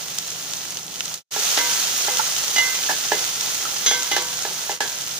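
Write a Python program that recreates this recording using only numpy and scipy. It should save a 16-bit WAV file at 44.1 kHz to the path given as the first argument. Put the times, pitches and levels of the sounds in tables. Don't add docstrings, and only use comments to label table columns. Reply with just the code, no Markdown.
import sys
import numpy as np
from scipy import signal
from scipy.fft import rfft, irfft, next_fast_len
from scipy.io import wavfile
from scipy.ndimage import map_coordinates

SR = 44100
rng = np.random.default_rng(int(sys.argv[2]) if len(sys.argv) > 2 else 0)


def to_wav(sig):
    pcm = np.clip(np.atleast_2d(sig), -1, 1) * 32767
    pcm = np.round(pcm).astype(np.int16)
    wavfile.write(sys.argv[1], SR, pcm.T)


N = 229187
TOP_HZ = 15550

# frequency in Hz, gain in dB.
BUBBLE_EQ = [(40, -40), (300, -17), (700, -9), (1100, -8.5), (2200, -6), (3200, -1.5), (5000, -0.5),
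             (6500, 4.5), (7100, -1.5), (8200, -6.5), (11000, -10.5), (13700, -18.5), (14700, -3.5),
             (15500, -18)]
# frequency in Hz, left-right correlation.
CORRELATION = [(100, 0.89), (500, 0.71), (1000, 0.3), (2000, 0.13), (4000, 0.42), (14000, 0)]


def sizzle():
    level_db = frying_db()
    heat_db = level_db - level_db.mean()
    bubbles_per_s = 5000 * amp(1.2 * heat_db + 2.5 * wobble(70))
    crackle = grains(bubbles_per_s, size_db=5.5, most_db=27, width_hz=3000, t60=.01, count=24)
    crackle *= amp(-.6 * heat_db)
    hiss = amp(2) * rng.standard_normal((2, N))
    return amp(level_db) * spread(crackle + hiss, in_pot(BUBBLE_EQ))


def frying_db():
    turn_s, rise_s, drying_db_per_s = 1.25, .17, 2
    t, force = np.arange(N) / SR, spoon_force()
    resting_db = -30 - 4 * np.exp(-((t - .87) / .08) ** 2)
    stirred_db = -20.5 - drying_db_per_s * (t - turn_s) + 1.5 * force / force.max()
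    turned = np.clip((t - turn_s) / rise_s, 0, 1)
    return resting_db + turned * (stirred_db - resting_db) + .5 * wobble(12)


def spits():
    # start in seconds, peak level in dB, centre frequency in Hz.
    big_bubbles = [(.186, -7, 7000), (0.535, -10, 5100), (.771, -11.5, 4000), (1.0066, -7.5, 1930),
                   (1.056, -12, 6900), (1.141, -9, 6400), (2.171, -6, 3000), (2.481, -7.5, 5400)]
    out = np.zeros((2, N))
    for start, db, centre_hz in big_bubbles:
        burst = spread(snap(centre_hz, centre_hz, t60=.013, echo=.4), in_pot(BUBBLE_EQ))
        add(out, start, amp(db) * burst / np.abs(burst).max())
    return out


def grains(rate, size_db, most_db, width_hz, t60, count):
    out = np.zeros((2, N))
    for centre_hz in (np.arange(count) + .5) * TOP_HZ / count:
        onsets = np.flatnonzero(rng.random(N) < rate / SR / count)
        strength_db = most_db * np.tanh(size_db * rng.exponential(size=len(onsets)) / most_db)
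        impulses = np.zeros(N)
        impulses[onsets] = amp(strength_db) * rng.choice([-1, 1], len(onsets))
        grain = snap(centre_hz, width_hz, t60, echo=.46)
        out += signal.oaconvolve(impulses[None], grain, axes=1)[:, :N]
    return unit(out)


def snap(centre_hz, width_hz, t60, echo):
    t = np.arange(SR // 50) / SR
    path = echo * rng.standard_normal((2, len(t))) * amp(-60 * t / t60)
    path[[0, 1], rng.integers(0, 6, 2)] += 1
    burst = filtered(path, lambda hz: 1j * hz / (centre_hz ** 2 - hz ** 2 + 1j * hz * width_hz))
    return burst / np.linalg.norm(burst, axis=1, keepdims=True)


def spoon_knocks():
    # start in seconds, base thud in dB, wall ring in dB,
    # wall brightness in dB per octave, spoon ring in dB, click in dB.
    hits = [(1.362, -18.5, -55, 0, -55, -45), (1.5742, -16.5, -23, -3.5, -23.5, -15.5),
            (2.0813, -15, -32.5, -7, -28, -42), (2.5606, -27, -25.5, 1.5, -15, -19),
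            (2.5826, -22, -26, 0, -14.5, -24), (2.8936, -19, -40, -2, -52, -22),
            (3.118, -7.5, -35, -7, -29, -20), (3.8605, -45, -18.5, 5.5, -27, -17),
            (3.9108, -15, -21.5, -2, -30, -20), (4.114, -20, -22.5, 1, -19, -19),
            (4.164, -15.5, -34, -7.5, -36, -16), (4.45, -17.5, -40, -7, -55, -28),
            (4.6941, -17.5, -39, -9, -32, -48), (4.805, -16.5, -33, 0, -39, -19.5)]
    # frequency in Hz, relative level in dB, t60 in seconds.
    base_modes = [(345, -17, .04), (428, -13.5, .085), (615, -7, .03), (815, -1, .045), (950, -6, .03),
                  (1695, -8, .045), (2470, -18, .02)]
    wall_modes = [(500, -15, .55), (960, -9.5, .7), (1143, -15, .8), (1550, -8, 1.0), (2122, -10, .5),
                  (3288, -7, .35), (3450, -4, .3), (3875, -5.5, .3), (4705, -16, .5), (5168, -14, .6),
                  (5799, -9, .45), (6040, -12, .25), (6444, -4, .28), (6620, -10, .35)]
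    spoon_modes = [(2046, -.7, .44), (2903, -4.5, .2), (6080, -1, .07)]
    # frequency in Hz, gain in dB.
    click_eq = [(60, -48), (250, -1.5), (500, 1.5), (900, -5.5), (1800, 5), (3800, 4), (6400, 5),
                (8000, -5.5), (14000, -15)]
    out, t = np.zeros((2, N)), np.arange(round(.8 * SR)) / SR
    for start, base_db, wall_db, bright_db, spoon_db, click_db in hits:
        thud = amp(base_db) * ring(base_modes, t, tilt_db=0, vary_db=1.5, swell=.33, drift=.015)
        click_noise = spread(rng.standard_normal((2, len(t))), in_pot(click_eq))
        click = amp(click_db) * click_noise * amp(-60 * t / .093)
        wall = amp(wall_db) * ring(wall_modes, t, bright_db, vary_db=1, swell=15, drift=.018)
        spoon = amp(spoon_db) * ring(spoon_modes, t, tilt_db=0, vary_db=.5, swell=8, drift=.003)
        knock, chime = thud + click, wall + spoon
        reverb = room(amp(-7) * knock + amp(-14) * chime)
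        add(out, start, knock + chime + reverb)
    return out


def ring(modes, t, tilt_db, vary_db, swell, drift):
    out = np.zeros((2, len(t)))
    for k, (hz, db, t60) in enumerate(modes):
        stereo_phase = np.arccos(np.clip(along(CORRELATION, hz), -1, 1)) * np.array([[-.14], [.14]])
        waver = np.cumsum(rng.standard_normal(len(t))) * np.sqrt(drift * hz / SR)
        strength_db = db + tilt_db * np.log2(hz / 2000) + vary_db * rng.standard_normal()
        envelope = amp(strength_db - 60 * t / t60) * (1 - np.exp(-t * hz / swell))
        out += (-1) ** k * envelope * np.sin(2 * np.pi * hz * t + stereo_phase + waver)
    return out


def scraping():
    # frequency in Hz, gain in dB.
    scrape_eq = [(60, -50), (200, -8), (380, 14), (800, 16.5), (1500, -9), (3000, -11), (6000, 2),
                 (14000, -20)]
    rubs_per_s = 3000 * amp(4 * wobble(30))
    rubs = grains(rubs_per_s, size_db=11.5, most_db=32.5, width_hz=4900, t60=.0072, count=10)
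    return spoon_force() * amp(-5 + 1.9 * wobble(26)) * spread(rubs, in_pot(scrape_eq))


def spoon_force():
    # time of the hardest push in seconds, relative level in dB.
    strokes = [(1.5, -35), (1.8, -37), (2.17, -31), (2.52, -36), (2.9, -34), (3.18, -33), (3.49, -38),
               (3.69, -36), (4.22, -38), (4.51, -34), (4.838, -33)]
    attack_s, release_s = .05, .08
    t = np.arange(N) / SR
    pushes = [amp(db) * np.exp(-np.maximum((peak - t) / attack_s, (t - peak) / release_s))
              for peak, db in strokes]
    return np.sqrt(sum(push ** 2 for push in pushes))


def clanks_and_squawks():
    # start in seconds, relative level in dB, decay time in seconds, pitch in Hz.
    rough_touches = [(1.573, -20.5, 0.018, 1740), (2.192, -14.5, 0.01, 1385), (2.193, -16, 0.011, 904),
                     (2.888, -17, 0.022, 1680), (2.9, -15.5, 0.011, 845), (3.652, -22, 0.014, 1320),
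                     (4.805, -24.5, 0.047, 1650), (4.806, -55, 0.056, 830)]
    out, t = np.zeros((2, N)), np.arange(SR // 4) / SR
    for start, db, decay_s, pitch_hz in rough_touches:
        noise = rng.standard_normal((2, len(t)))
        rough_tone = spread(noise, lambda hz: -20 * np.log10(1 + ((hz - pitch_hz) / 110) ** 2))
        envelope = (1 - np.exp(-t / .0023)) * np.exp(-t / decay_s)
        add(out, start, amp(db - 2) * rough_tone * envelope)
    return out


def in_pot(eq):
    # centre in Hz, width in Hz, boost in dB.
    air_modes = [(508, 570, 1), (810, 78, 1.5), (1354, 142, 6.5), (1715, 65, 2.5), (2000, 50, 4),
                 (3125, 40, 4.5)]
    return lambda hz: along(eq, hz) + sum(db / (1 + (2 * (hz - centre) / width) ** 2)
                                          for centre, width, db in air_modes)


def room(x):
    # frequency in Hz, t60 in seconds.
    decay_times = [(200, 0.38), (1000, 0.05), (4000, 0.21), (14000, 0.0089)]
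    hz, t, bands = signal.stft(rng.standard_normal((2, SR // 3)), SR, nperseg=256)
    bands *= amp(-60 * t / along(decay_times, hz)[:, None])
    tail = spread(signal.istft(bands, SR, nperseg=256)[1], np.zeros_like)
    tail /= np.linalg.norm(tail[0])
    tail = np.pad(tail, ((0, 0), (round(.011 * SR), 0)))
    return signal.fftconvolve(x, tail, axes=1)[:, :x.shape[1]]


def kitchen_rumble():
    # frequency in Hz, gain in dB.
    rumble_eq = [(25, -10), (60, -13), (110, 0.5), (175, 5.5), (230, -2), (400, -1), (900, -1.5),
                 (3000, -62)]
    return amp(-46.5) * spread(rng.standard_normal((2, N)), lambda hz: along(rumble_eq, hz))


def fader():
    # fade start, fade length, return time and rise time, all in seconds.
    breaks = [(1.15, .088, 1.307, .015), (4.73, .11, 4.803, .002)]
    t, gain = np.arange(N) / SR, np.ones(N)
    for start, length, back, rise in breaks:
        fade_out = np.clip(1 - (t - start) / length, 0, 1) ** 2
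        fade_in = np.clip((t - back) / rise, 0, 1)
        gain *= np.maximum(fade_out, fade_in)
    return np.maximum(gain, amp(-60))


def spread(pair, colour_db):
    def response(hz):
        angle = np.arccos(np.clip(along(CORRELATION, hz), -1, 1)) / 2
        return amp(colour_db(hz)) * np.array([np.cos(angle), np.sin(angle)])
    mid, side = filtered(pair, response)
    return unit(np.array([mid + side, mid - side]))


def filtered(x, response):
    size = x.shape[-1]
    padded = next_fast_len(size + 8192)
    return irfft(rfft(x, padded) * response(np.fft.rfftfreq(padded, 1 / SR)), padded)[..., :size]


def wobble(rate):
    knots = rng.standard_normal(int(N * rate / SR) + 4)
    return unit(map_coordinates(knots, [np.arange(N) * rate / SR]))


def add(track, start_s, sound):
    part = track[..., round(start_s * SR):][..., :sound.shape[-1]]
    part += sound[..., :part.shape[-1]]


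def along(points, hz):
    frequencies, values = np.transpose(points)
    return np.interp(np.log(hz + 1), np.log(frequencies), values)


def amp(db):
    return 10 ** (np.asarray(db) / 20)


def unit(x):
    return x / np.sqrt(np.mean(x ** 2) + 1e-20)


def scene():
    return sizzle() + spits() + scraping() + clanks_and_squawks() + spoon_knocks() + kitchen_rumble()


def record(dry):
    # frequency in Hz, left minus right in dB.
    balance = [(60, -4), (250, -2.5), (600, -1), (1200, -6), (3000, -4), (5000, -3), (6500, -0.1),
               (8300, 0), (10500, -4), (12500, -10.5), (13700, -5), (15000, -13)]
    left_lag_s, side = 4e-5, np.array([[.5], [-.5]])
    placed = filtered(dry, lambda hz: amp(along(balance, hz) * side)
                      * np.exp(-2j * np.pi * hz * left_lag_s * side))
    return filtered(placed * fader(), lambda hz: 1 / (1 + (hz / TOP_HZ) ** 400))


dry = scene()
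out = record(dry)
to_wav(out)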